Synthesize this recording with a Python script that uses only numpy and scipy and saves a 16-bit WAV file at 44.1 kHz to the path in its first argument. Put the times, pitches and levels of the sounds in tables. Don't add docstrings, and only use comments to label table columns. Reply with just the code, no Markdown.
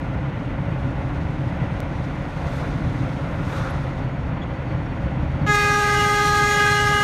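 import sys
import numpy as np
from scipy import signal
from scipy.fft import rfft, irfft, next_fast_len
from scipy.io import wavfile

SR = 44100
rng = np.random.default_rng(int(sys.argv[2]) if len(sys.argv) > 2 else 0)


def gain_from_decibels(decibels):
    exponent = np.asarray(decibels, float) / 20
    return 10 ** exponent


def generate_wav(signal):
    frames = np.transpose(np.atleast_2d(signal))
    scaled = np.clip(frames, -1, 1) * 32767
    pcm = np.round(scaled).astype(np.int16)
    wavfile.write(sys.argv[1], SR, pcm)


N = 310023

# time in seconds, level in dB over the usual.
NEARNESS = [(0.0, -1.5), (0.2, -2.5), (1.4, 0), (2.3, 2), (2.55, 7.5), (2.8, 3.5), (2.95, 5), (3.35, 2),
            (3.58, 10.5), (3.75, 5), (4.1, -3.5), (4.35, -5), (4.65, -2.8), (5.45, -2)]
# time in seconds, level in dB over the usual.
SHAKING = [(0.0, -0.5), (0.2, 0), (0.6, -1), (1.2, 0), (1.9, 0), (2.5, -3), (2.9, 4.5), (3.15, -0.5),
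           (3.5, -1), (3.9, -0.5), (4.5, -0.5), (5.05, -0.5), (5.4, 3), (5.6, -2), (6.1, -2), (6.7, -2.5),
           (7.03, -0.5)]
# frequency in Hz, density in dB per Hz.
BODY = [(13, -40), (22, -13), (54, -6), (75, -0.5), (105, -7.5), (140, -29), (230, -120)]
CAB = [(56, -33), (95, -14.5), (103, -5), (123, -2), (140, -1), (177, -6.5), (210, -12), (248, -12),
       (306, -10), (360, -22), (470, -53.5), (790, -120)]
TYRES = [(200, -33), (340, -13), (416, -6.5), (450, -10.5), (550, -0.5), (595, -6.5), (728, -7), (794, -7),
         (926, -8), (1260, -14), (1440, -10), (1570, -15.5), (2040, -15.5), (2520, -20.5), (3400, -29),
         (4420, -42.5), (7480, -120)]
WIND = [(1880, -40), (3200, -5), (3440, 1.5), (4910, -6.5), (6510, -8.5), (7420, -16.5), (9160, -15.5),
        (10500, -24.5), (11400, -24), (15400, -35)]
# frequency in Hz, density in dB per Hz.
MIC_HISS = [(8000, -12), (11000, 0), (15500, -3)]
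# time in seconds, sixth crank order in Hz, its level in dB.
ENGINE = [(0, 136, -30.5), (1.5, 135, -32.5), (3.0, 134, -30), (4.2, 132, -31), (5.4, 126, -32),
          (7.03, 124, -31.5)]
# multiple of crank speed, level in dB.
CRANK_ORDERS = [(2, -5.5), (3, -8.5), (4, -9.5), (5, -8), (6, -0.5), (7.5, -6.5), (12, -9.5)]
# centre in Hz, width in Hz, level in dB at first,
# level in dB once the traffic is past.
WHISTLES = [
    (2000, 70, -55, -55),
    (4450, 220, -76, -68),
    (5550, 110, -86, -76),
    (6700, 160, -86, -78),
]
WHISTLES_GROW_S = (3.8, 4)
# time in seconds, peak in dB, ringing in Hz.
JOLTS = [(0.151, -25, 68), (0.85, -19.5, 137), (1.17, -21, 72), (1.391, -23, 141), (1.613, -19, 135),
         (2.186, -18, 135), (2.461, -16.5, 134), (2.539, -25, 72), (2.718, -23, 69), (2.74, -21, 140),
         (1.8, -26, 145), (2.861, -18, 134), (3.72, -22, 71), (3.794, -15, 127), (4.23, -21, 73),
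         (4.745, -14.5, 131), (5.03, -18.5, 68.5), (5.329, -18.5, 75), (6.018, -23, 127), (6.711, -26, 86)]
# start in seconds, pitch in Hz, length in seconds, level in dB.
SQUEAKS = [
    (3.687, 11200, .045, -66),
    (3.815, 11050, .045, -67),
    (4.015, 10700, .03, -76),
    (4.42, 6750, .03, -63),
    (4.415, 3420, .025, -46),
    (5.055, 4450, .025, -60),
    (4.86, 5560, .025, -65),
    (2.95, 6400, .02, -63),
    (1.56, 13800, .02, -76),
]
# time abreast in seconds, swish in dB, swish width in seconds, tyre hum in dB,
# hum lag in seconds.
PASSES = [
    (2.56, -59, 0.089, -41, .05),
    (2.95, -71, .05, -50.5, .05),
    (3.3, -71, 0.089, -52.5, .05),
    (3.54, -55, 0.068, -33, 0.09),
]
# frequency in Hz, density in dB per Hz.
SWISH = [(1800, -15.5), (3000, 1.5), (4500, -12), (7000, -3.5), (10000, -11.5), (13000, -11), (15600, -20)]
HUM = [(700, -27), (1000, -5), (1350, -1), (1650, -8.5), (2400, -28)]
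# time in seconds, pitch above the note in percent, level in dB.
HORN = [
    (5.457, 2.2, -66),
    (5.464, 1.7, -30),
    (5.48, 1.0, -29),
    (5.497, .4, -23.5),
    (5.56, 0, -25.5),
    (6.0, 0, -24.5),
    (6.5, 0, -24.5),
    (7.03, 0, -26),
]
# multiple of the note, level in dB.
HORN_ORDERS = [(1, -3.5), (2, -2.5), (3, 1.5), (4, 2.5), (5, -4.5), (6, -13), (7, -13.5), (8, -16),
               (9, -17.5), (10, -17.5), (11, -20.5), (12, -24), (13, -22), (14, -19), (15, -25.5),
               (16, -19.5), (17, -24.5), (18, -29.5), (19, -30), (20, -33.5), (21, -30), (22, -35.5),
               (23, -33), (24, -32.5), (25, -43), (26, -48.5), (27, -33), (28, -38), (29, -33), (30, -45),
               (31, -37)]
# multiple of the note, level
# between swells in dB over its usual.
IN_CAB = [(4, -0.5), (5, -0.5), (6, -1.5), (7, -6.5), (8, 0.4), (9, -4), (10, -1.7), (11, -0.5), (14, -2.3),
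          (16, -1.4)]
# time in seconds, multiple of the note,
# lift in dB, width in seconds.
SWELLS = [(5.5, 4, 2.5, 0.02), (11, 4, 19, 0.039), (6.09, 4, -6, 0.27), (7.6, 4, 4, 0.052),
          (6.66, 4, 2.5, .06), (7.0, 4, 0, 0.043), (5.55, 5, 2.5, 0.089), (6.33, 5, -9, 0.055),
          (5.6, 11, 9, 0.04), (5.8, 5, -9, 0.046), (5.6, 9, 9.5, 0.19), (5.63, 6, 10.5, 0.13),
          (6.05, 6, -8, .06), (6.32, 6, -16, .06), (6.68, 6, 8.5, 0.073), (6.9, 6, -12, 0.16),
          (5.6, 7, -6, 0.091), (6.0, 7, 15, 0.039), (6.42, 7, -18, .1), (6.6, 7, 13, .05),
          (6.8, 7, 14, .06), (6.98, 7, 15.5, 0.084), (5.75, 8, -9, .14), (6.65, 8, 4.5, .12),
          (6.3, 10, 8.5, 0.11), (6.72, 10, 9, .06), (5.74, 14, 9, 0.044), (6.28, 14, 7, .05),
          (4.1, 14, 25, 0.055), (6.5, 16, 7.5, 0.083)]
# frequency in Hz, gain in dB.
BESIDE_COLOUR = [(300, -17), (800, -9), (1200, -5), (1600, -4), (2000, 0), (2500, 5), (3200, 4),
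                 (4000, 5.5), (6000, 4.5), (9000, 12.5), (16000, 7)]
BEHIND_COLOUR = [(300, -27), (800, -32), (1200, -14.5), (1570, 4.5), (2000, 0.5), (2500, -9), (3200, -22),
                 (4000, -1), (8000, 13), (16000, -13)]
# frequency in Hz, density in dB per Hz.
AIR = [(2200, -36), (3200, -18), (4500, -2), (6000, 5), (10000, -20), (13000, -17), (16000, -13)]
SPIT = [(700, -15), (1200, -10), (3000, 10), (5000, -11), (9000, -28)]
# frequency in Hz, gain in dB.
DUCKED = [(100, -3), (700, -3), (1300, -6), (1800, -13), (16000, -13)]

NOTE_HZ, SHAKE_HZ = 413.55, 20.6
SPEED_M_S, SOUND_M_S = 11.6, 343
HORN_START = round(HORN[0][0] * SR)


def rms_one(x):
    return x / np.sqrt(np.mean(x ** 2) + 1e-20)


def in_time(rows):
    s, *columns = np.transpose(rows)
    return [np.interp(np.arange(N) / SR, s, c) for c in columns]


def colour(x, points, outside_db=-90):
    size = next_fast_len(len(x) + 4096)
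    hz, db = np.transpose(points)
    log_hz = np.log(np.maximum(np.arange(size // 2 + 1) * SR / size, 1))
    gain = gain_from_decibels(np.interp(log_hz, np.log(hz), db, outside_db, outside_db))
    return irfft(rfft(x, size) * gain, size)[:len(x)]


def drift(rate, size=N):
    r = np.exp(-80 * np.pi * rate / SR)
    slow = signal.lfilter([1], [1, -2 * r, r * r], rng.standard_normal(size // 40 + 2002))[2000:]
    return np.interp(np.arange(size) / 40, np.arange(len(slow)), rms_one(slow))


def noise(points, lumps_db, lump_rate):
    return rms_one(colour(rng.standard_normal(N) * gain_from_decibels(lumps_db * drift(lump_rate)), points))


def boom():
    shaking_db, = in_time(SHAKING)
    throb_turns = np.cumsum(14.9 * (1 + .06 * drift(1.42))) / SR
    throb_db = 1.6 * np.sin(2 * np.pi * throb_turns)
    body = gain_from_decibels(-31.5 + 0.75 * shaking_db) * noise(BODY, 0.76, 7.9)
    return body + gain_from_decibels(-27.5 + 0.73 * shaking_db + throb_db) * noise(CAB, 1.15, 12.6)


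def engine():
    sixth_hz, level_db = in_time(ENGINE)
    turns = np.cumsum(sixth_hz / 6 * (1 + 0.00417 * drift(3.5))) / SR
    out = np.zeros(N)
    for k, db in CRANK_ORDERS:
        level = gain_from_decibels(level_db + db + 1.24 * drift(4.6))
        out += level * np.sin(2 * np.pi * (k * turns + rng.random()))
    return out


def tyres_and_wind():
    near_db, = in_time(NEARNESS)
    roar = gain_from_decibels(-34 + 0.18 * near_db) * noise(TYRES, 0.91, 22.0)
    return roar + gain_from_decibels(-57 + near_db) * noise(WIND, 1.0, 20.0)


def whistles():
    t = np.arange(N) / SR
    out = np.zeros(N)
    for hz, width, first_db, later_db in WHISTLES:
        level = gain_from_decibels(np.interp(t, WHISTLES_GROW_S, [first_db, later_db]))
        band = [(hz - 2 * width, -20), (hz, 0), (hz + 2 * width, -20)]
        out += level * noise(band, 4.0, 16.0)
    return out


def mic_hiss():
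    return gain_from_decibels(-84) * noise(MIC_HISS, .6, 9.0)


def jolts():
    out = np.zeros(N + SR)
    for s, db, hz in JOLTS:
        cycles = np.arange(SR // 4) / SR * hz
        rise = cycles / 1.06
        thump = rise * np.exp(1 - rise) * np.sin(2 * np.pi * cycles)
        out[round(s * SR):][:SR // 4] += gain_from_decibels(db) * thump
    return out[:N]


def squeaks():
    out, flutter = np.zeros(N), drift(90.0)
    for s, hz, length, db in SQUEAKS:
        i, t = round(s * SR), np.arange(round(length * SR)) / SR
        end = i + len(t)
        shape = np.sqrt(np.sin(np.pi * t / length)) * gain_from_decibels(db + 6.0 * flutter[i:end])
        wobble = 1.3 * flutter[i + 900:end + 900]
        out[i:end] += shape * np.sin(2 * np.pi * hz * t * (1 - .15 * t) + wobble)
    return out


def passes():
    t = np.arange(N) / SR
    swish, hum = np.zeros((2, N))
    for s, swish_db, width, hum_db, lag in PASSES:
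        swish += gain_from_decibels(swish_db) / (1 + ((t - s) / width) ** 2)
        hum += gain_from_decibels(hum_db) / (1 + ((t - s - lag) / (1.44 * width)) ** 2)
    return swish * noise(SWISH, 0.94, 20.0) + hum * noise(HUM, 0.96, 26.0)


def swelling(multiple, t):
    lift_db = dict(IN_CAB)[multiple]
    for s, k, db, width in SWELLS:
        if round(k) == multiple:
            lift_db = lift_db + db * np.exp(-((t - s) / width) ** 2)
    return lift_db


def horn():
    sharp, blow_db = (c[HORN_START:] for c in in_time(HORN))
    size = len(sharp)
    t = np.arange(HORN_START, N) / SR
    turns = np.cumsum(NOTE_HZ * (1 + sharp / 100)) / SR
    shake = 2 * np.pi * SHAKE_HZ * np.arange(size) / SR
    opening = np.clip(np.arange(size) / (0.016 * SR), 0, 1)
    last, last_db = HORN_ORDERS[-1]
    orders = list(HORN_ORDERS) + [(last + k, last_db - .4 * k) for k in range(1, 8)]
    steady, fading = np.zeros((2, size))
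    for k, db in orders:
        phase = 2 * np.pi * k * turns - .5 * k * k + np.pi / 2
        steady += gain_from_decibels(blow_db + db) * np.sqrt(2) * np.sin(phase)
        lift_db = min(.2 + .3 * k, 3) * drift(12.0, size)
        if k in dict(IN_CAB):
            lift_db = .3 * lift_db + swelling(k, t)
        heard_db = blow_db + db + lift_db - 0.32 * max(k - 17, 0)
        shaken = np.sin(phase + 0.083 * min(k, 4) * np.sin(shake))
        shaken *= 1 + 0.12 * np.cos(shake + 1.28 * k)
        fading += opening ** (1 + .03 * k) * gain_from_decibels(heard_db) * np.sqrt(2) * shaken
    return steady, fading


def street(steady, count=56):
    size = len(steady)
    t = np.arange(size) / SR
    beside, behind = np.zeros((2, size))
    for across, out_to in rng.random((count, 2)):
        ahead_m = -16 + 44 * across - SPEED_M_S * t
        r = np.hypot(ahead_m, 6.0 + 15 * out_to)
        glitter = gain_from_decibels(4.7 * drift(12.0, size))
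        facing = 1 / (1 + np.maximum(ahead_m, 0) / 5.0)
        beside += np.interp(t - 2 * r / SOUND_M_S, t, steady, 0) * (12 / r) ** 1.1 * glitter * facing
    for far_m, share in ((14, .71), (23, .74), (35, .8)):
        sway_m = 0.013 * drift(3.5, size)
        lag = 2 * (far_m + share * SPEED_M_S * t + sway_m) / SOUND_M_S
        behind += np.interp(t - lag, t, steady, 0) * gain_from_decibels(-23.5 + 5.1 * drift(11.0, size))
    return colour(beside, BESIDE_COLOUR) * gain_from_decibels(-5) / np.sqrt(count) + colour(behind, BEHIND_COLOUR)


def air_leak():
    leaking = np.clip((np.arange(N) - HORN_START) / (.012 * SR), 0, 1)
    return leaking ** 2 * gain_from_decibels(-45.5) * noise(AIR, 0.74, 35.0)


def spit():
    t = np.arange(N) / SR - 5.462
    shape = np.clip(t / .004, 0, 1) * np.exp(-np.maximum(t, 0) / .022)
    return gain_from_decibels(-35) * shape * noise(SPIT, 3.0, 80.0)


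def scene():
    blowing = np.clip((np.arange(N) - HORN_START) / (0.045 * SR), 0, 1)
    outside = tyres_and_wind()
    out = boom() + engine() + mic_hiss() + jolts() + squeaks() + passes()
    out += (outside + whistles()) * (1 - blowing) + colour(outside, DUCKED) * blowing
    steady, fading = horn()
    out[HORN_START:] += fading + street(steady)
    out += air_leak() + spit()
    return out[None]


def roll_off(x):
    return signal.sosfilt(signal.butter(12, 15730, fs=SR, output="sos"), x)


def record(dry):
    t = np.arange(N) / SR - round(1.8037 * SR) / SR
    step = gain_from_decibels(-24) * np.where(t < 0, -1, 1) * np.exp(-np.abs(t) / .0006)
    low_pass = signal.ellip(12, .1, 50, 15280, fs=SR, output="sos")
    return roll_off(signal.sosfiltfilt(low_pass, dry) + step)


dry = scene()
out = record(dry)
generate_wav(out)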